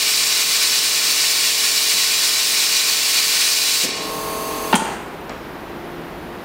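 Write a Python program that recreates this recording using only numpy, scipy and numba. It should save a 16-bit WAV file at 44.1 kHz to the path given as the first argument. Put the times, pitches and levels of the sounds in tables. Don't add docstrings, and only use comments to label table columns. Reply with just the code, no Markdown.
import sys
import numpy as np
from scipy import signal
from scipy.fft import rfft, irfft, next_fast_len
from scipy.io import wavfile
from scipy.ndimage import uniform_filter1d
from numba import njit

SR = 44100
rng = np.random.default_rng(int(sys.argv[2]) if len(sys.argv) > 2 else 0)


def to_wav(s):
    ch = np.atleast_2d(s).T
    pcm = np.round(np.clip(ch, -1, 1) * 32767)
    wavfile.write(sys.argv[1], SR, pcm.astype(np.int16))


N = 284004
T = np.arange(N) / SR
JET_OFF_S, PUMP_OFF_S, HEAD_STOP_S = 3.847, 4.735, 4.76


def cooling_jet(level_db=-5.5, flutter_db=0.66, flutter_hz=16, rush_flutter_hz=10, rush_below_hz=3200):
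    # frequency in Hz, relative level in dB.
    jet_colour = [(100, -35), (500, -19.5), (1200, -8), (2200, -12.5), (3500, 0.5), (5000, -1.5),
                  (7500, -10.5), (10000, -6.5), (12500, -11.5), (15500, -9)]
    # centre in Hz, width in Hz, lift in dB.
    jet_modes = [(1504, 62, 4.5), (1752, 110, 6), (1870, 82, 4.5), (2110, 367, 10.5), (2307, 83, 8),
                 (2470, 170, 11.5), (2705, 81, 6), (2877, 125, 8), (3916, 53, 7.5), (4012, 60, 10.5),
                 (4390, 180, 6.5), (4530, 77, 6.5), (4700, 40, 3), (4670, 150, 2.5), (4950, 64, 8.5),
                 (5090, 62, 5), (5200, 60, -0.5), (5290, 61, 5), (5450, 330, 7.5), (6020, 300, 6.5),
                 (6500, 530, 6), (7180, 410, 12.5), (7724, 180, 11.5), (8300, 153, 8), (8510, 170, 13),
                 (9080, 80, 9.5), (10100, 170, 5), (11470, 110, 5.5), (13384, 680, 4), (14731, 320, 5)]
    flow = from_db(level_db + flutter_db * drift(flutter_hz))
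    hiss = panel_echoes(air_noise(jet_colour, jet_modes))
    rush = butter(hiss, rush_below_hz, "low", order=1)
    hiss = hiss + rush * (from_db(flutter_db * drift(rush_flutter_hz)) - 1)
    hiss = dulling(hiss, JET_OFF_S, keep_hz=4200, t60=0.24)
    return flow * hiss * shut_off(JET_OFF_S, drop_db=1.5, fade_db_per_s=81)


def machine_blows(lowest_hz=165):
    # start in seconds, strength in dB, contact cut-off in Hz, cabinet thud and
    # rattle in dB relative to that strength, rattle t60 in seconds.
    strikes = [(3.836, -11, 557, 12, -3.5, 0.36), (4.728, -11, 3670, 3, -4.5, 0.067),
               (4.7312, 2.5, 3300, -30, -18, 0.025), (4.7383, -11, 1500, 16, -4, 0.026),
               (4.7428, -3.5, 3760, 6, -7.5, 0.027), (4.7535, -6.5, 3500, -12, -7.5, 0.056),
               (4.819, -16, 925, 5, -4, 0.069), (4.857, -17.5, 2190, -12, -10, 0.78),
               (5.2945, -22.5, 2460, -5, -12.5, 0.44), (5.298, -23, 1100, 1, -1, 0.17)]
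    # pitch in Hz, gain in dB, t60 in seconds.
    frame_modes = [(460, -27, 0.056), (615, -41, .3), (825, -43, .05), (820, -25, 0.9), (830, -54, 0.42),
                   (904, -9, 0.1), (894, -29, 0.6), (961, -30, .4), (1015, -20, 0.12), (1430, -8, 0.026),
                   (1805, -19, 0.044), (2320, -18.5, 0.034), (2740, -12, 0.021), (3170, -28, 0.025),
                   (3430, -38, .025)]
    # pitch in Hz, gain in dB, t60 in seconds.
    cabinet_modes = [(184.5, -31, 0.42), (219, -14, 0.056), (259, -32, 0.18), (360, -20, 0.053)]
    on_frame, on_cabinet, rattle = np.zeros((3, N))
    for start, db, contact_hz, thud_db, rattle_db, rattle_t60 in strikes:
        force = from_db(db) * butter(signal.unit_impulse(N, int(start * SR)), contact_hz, "low")
        on_frame += force
        on_cabinet += from_db(thud_db) * force
        chatter = rms_one(butter(rng.standard_normal(N), contact_hz, "low", order=4))
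        rattle += from_db(db + rattle_db) * dying(start, rattle_t60) * chatter
    body = ring(on_frame, frame_modes) + ring(on_cabinet, cabinet_modes) + rattle
    return butter(body, lowest_hz, "high", order=4)


def metal_clicks(spread=1.33):
    # start in seconds, gain in dB, rise and t60 in seconds, centre in Hz.
    snaps = [(4.7518, -14.5, 0.0031, 0.067, 8000), (5.2945, -25.5, 0.00053, 0.01, 5140)]
    out = np.zeros(N)
    for start, db, rise_s, t60, hz in snaps:
        band = rms_one(butter(rng.standard_normal(N), [hz / spread, hz * spread], "band", order=3))
        out += from_db(db) * ramp(start, rise_s) * dying(start, t60) * band
    return out


def cylinder_vent(level_db=-30.5, empty_s=4.94, sag_db_per_s=30, fade_db_per_s=132):
    # frequency in Hz, relative level in dB.
    vent_colour = [(200, -25), (1500, 0), (3000, -0.5), (5500, -5.5), (9000, -8.5), (15500, -6)]
    # centre in Hz, width in Hz, lift in dB.
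    vent_modes = [(2620, 560, 4.5), (4530, 720, 8), (6200, 200, 10), (6600, 490, 7), (7670, 129, 10),
                  (8022, 150, 8), (8500, 259, 8), (9200, 440, 10), (10750, 380, 11.5), (11200, 190, 8),
                  (11851, 390, 5), (12700, 277, 10), (13300, 260, 9), (15300, 340, 9)]
    hiss = panel_echoes(air_noise(vent_colour, vent_modes))
    sag_db = sag_db_per_s * np.maximum(T - HEAD_STOP_S, 0)
    fade_db = fade_db_per_s * np.maximum(T - empty_s, 0)
    flow = ramp(JET_OFF_S, rise_s=0.24) * from_db(level_db - sag_db - fade_db)
    return flow * dulling(hiss, HEAD_STOP_S, keep_hz=5000, t60=0.12)


def pump(stroke_hz=43.42, level_db=-27.0, wobble_rad=0.0053, puff_db=-45):
    # multiple of the stroke rate, relative level in dB.
    harmonics = [(1, -26), (2, -25.5), (3, -26), (4, -10.5), (5, -27), (6, -13), (7, -7), (8, -32),
                 (9, -14), (10, 0), (11, -7), (12, -42), (13, -9.5), (14, -10), (15, -3), (16, -40),
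                 (17, -21), (18, -7), (19, -20), (20, -15), (21, -6.5), (22, -14), (23, -60), (24, -5),
                 (25, 1.5), (26, -37), (27, -10), (28, -15), (29, -16), (30, -19)]
    turn = 2 * np.pi * stroke_hz * T + wobble_rad * drift(3.3)
    drone = sum(from_db(db) * np.sin(round(k) * turn + rng.uniform(0, 2 * np.pi)) for k, db in harmonics)
    puffs = butter(rng.standard_normal(N), [220, 1000], "band") * (1 + np.cos(turn)) ** 2
    running = from_db(level_db) * rms_one(drone) + from_db(puff_db) * rms_one(puffs)
    return running * shut_off(PUMP_OFF_S, drop_db=2.0, fade_db_per_s=61)


def workshop_fans(rush_db=-32.5, hum_before_db=-5.5, hum_after_db=2.2):
    # frequency in Hz, relative level in dB.
    shop_colour = [(20, -30), (30, -8), (45, -2), (65, -3.5), (115, -8), (165, -2), (330, 0), (600, -4.5),
                   (900, -5), (1600, -10.5), (3000, -18.5), (5500, -29), (7500, -35.5), (15500, -44.5)]
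    # centre in Hz, width in Hz, lift in dB.
    hiss_bands = [(9930, 500, 12.5), (13900, 1500, 18)]
    # pitch in Hz, relative level in dB.
    fan_tones = [(161.5, -46.5), (348.8, -41.5), (705, -51.5)]
    hum = 0
    for hz, db in fan_tones:
        waver = from_db(1.5 * drift(2))
        phase = 2 * np.pi * hz * T + 0.25 * drift(0.64)
        hum = hum + from_db(db) * waver * np.sqrt(2) * np.sin(phase)
    swell_db = hum_before_db + (hum_after_db - hum_before_db) * ramp(start_s=5.63, rise_s=0.23)
    return from_db(swell_db) * hum + from_db(rush_db) * air_noise(shop_colour, hiss_bands)


def panel_echoes(x, echo_db=-20, count=10):
    out = x.copy()
    for lag in (rng.uniform(.002, .02, count) * SR).astype(int):
        out[lag:] += from_db(echo_db) * rng.choice([-1, 1]) * x[:-lag]
    return rms_one(out)


def room(x, wet_db):
    # frequency in Hz, t60 in seconds.
    decay_times = [(150, 0.63), (900, 0.94), (2500, 0.78), (6000, 0.78), (14000, 0.2)]
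    t, tail = np.arange(SR) / SR, 0
    edges = np.geomspace(70, 18000, 9)
    for low, high in zip(edges, edges[1:]):
        band = butter(rng.standard_normal(SR), [low, high], "band")
        tail = tail + band * from_db(-60 * t / at_hz(decay_times, np.sqrt(low * high)))
    tail = rms_one(tail * np.minimum(t / 0.004, 1)) / np.sqrt(SR)
    return x + from_db(wet_db) * signal.fftconvolve(x, tail)[:N]


def air_noise(colour, modes):
    size = next_fast_len(N)
    hz = np.fft.rfftfreq(size, 1 / SR)
    level_db = at_hz(colour, hz)
    for centre, width, lift_db in modes:
        level_db = level_db + lift_db / (1 + (2 * (hz - centre) / width) ** 2)
    spectrum = rfft(rng.standard_normal(size)) * from_db(level_db)
    return rms_one(irfft(spectrum, size)[:N])


def ring(force, modes):
    out = np.zeros(N)
    for hz, level_db, t60 in modes:
        decay, step = from_db(-60 / (t60 * SR)), 2 * np.pi * hz / SR
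        poles = [1, -2 * decay * np.cos(step), decay * decay]
        out += from_db(level_db) * signal.lfilter([0, np.sin(step)], poles, force + 1e-18)
    return out


def shut_off(at_s, drop_db, fade_db_per_s):
    after = np.clip(T - at_s, 0, 2)
    return from_db(-drop_db * np.minimum(after / 0.008, 1) - fade_db_per_s * after)


def dulling(x, at_s, keep_hz, t60):
    bright = np.where(T < at_s, 1, dying(at_s, t60))
    return bright * x + (1 - bright) * butter(x, keep_hz, "low", order=1)


def dying(start, t60):
    return (T >= start) * from_db(-60 * np.clip((T - start) / t60, 0, 5))


def ramp(start_s, rise_s):
    return np.clip((T - start_s) / rise_s, 0, 1)


def drift(rate_hz):
    hz = np.fft.rfftfreq(N, 1 / SR)
    return rms_one(irfft(rfft(rng.standard_normal(N)) / (1 + (hz / rate_hz) ** 2), N))


def butter(x, hz, kind, order=2):
    sections = signal.butter(order, np.clip(hz, 10, SR / 2 - 500), kind, fs=SR, output="sos")
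    return signal.sosfilt(sections, x + 1e-18)


def at_hz(points, hz):
    points = np.array(points)
    return np.interp(np.log(hz + 1e-9), np.log(points[:, 0]), points[:, 1])


def from_db(db):
    return 10 ** (np.asarray(db) / 20)


def rms_one(x):
    return x / np.sqrt(np.mean(x ** 2) + 1e-20)


@njit
def follow(target, attack, release):
    out, state = np.empty_like(target), target[:4000].mean()
    for i in range(len(target)):
        state += (target[i] - state) * (attack if target[i] > state else release)
        out[i] = state
    return out


def scene():
    bed = cooling_jet() + cylinder_vent() + pump() + workshop_fans()
    mix = bed + room(machine_blows(), wet_db=-9.5) + room(metal_clicks(), wet_db=-4.0)
    return np.array([mix, mix])


def record(dry, threshold_db=-19.5, share=0.84, attack_s=0.76, release_s=0.1, cutoff_hz=15750):
    power = uniform_filter1d(dry[0] ** 2, size=900)
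    level_db = 10 * np.log10(np.maximum(power, 1e-12))
    excess_db = np.maximum(level_db - threshold_db, 0)
    cut_db = follow(share * excess_db, 1 / (attack_s * SR), 1 / (release_s * SR))
    held = np.clip(dry * from_db(-cut_db), -1, 1)
    return signal.sosfilt(signal.ellip(12, .1, 90, cutoff_hz, fs=SR, output="sos"), held)


dry = scene()
out = record(dry)
to_wav(out)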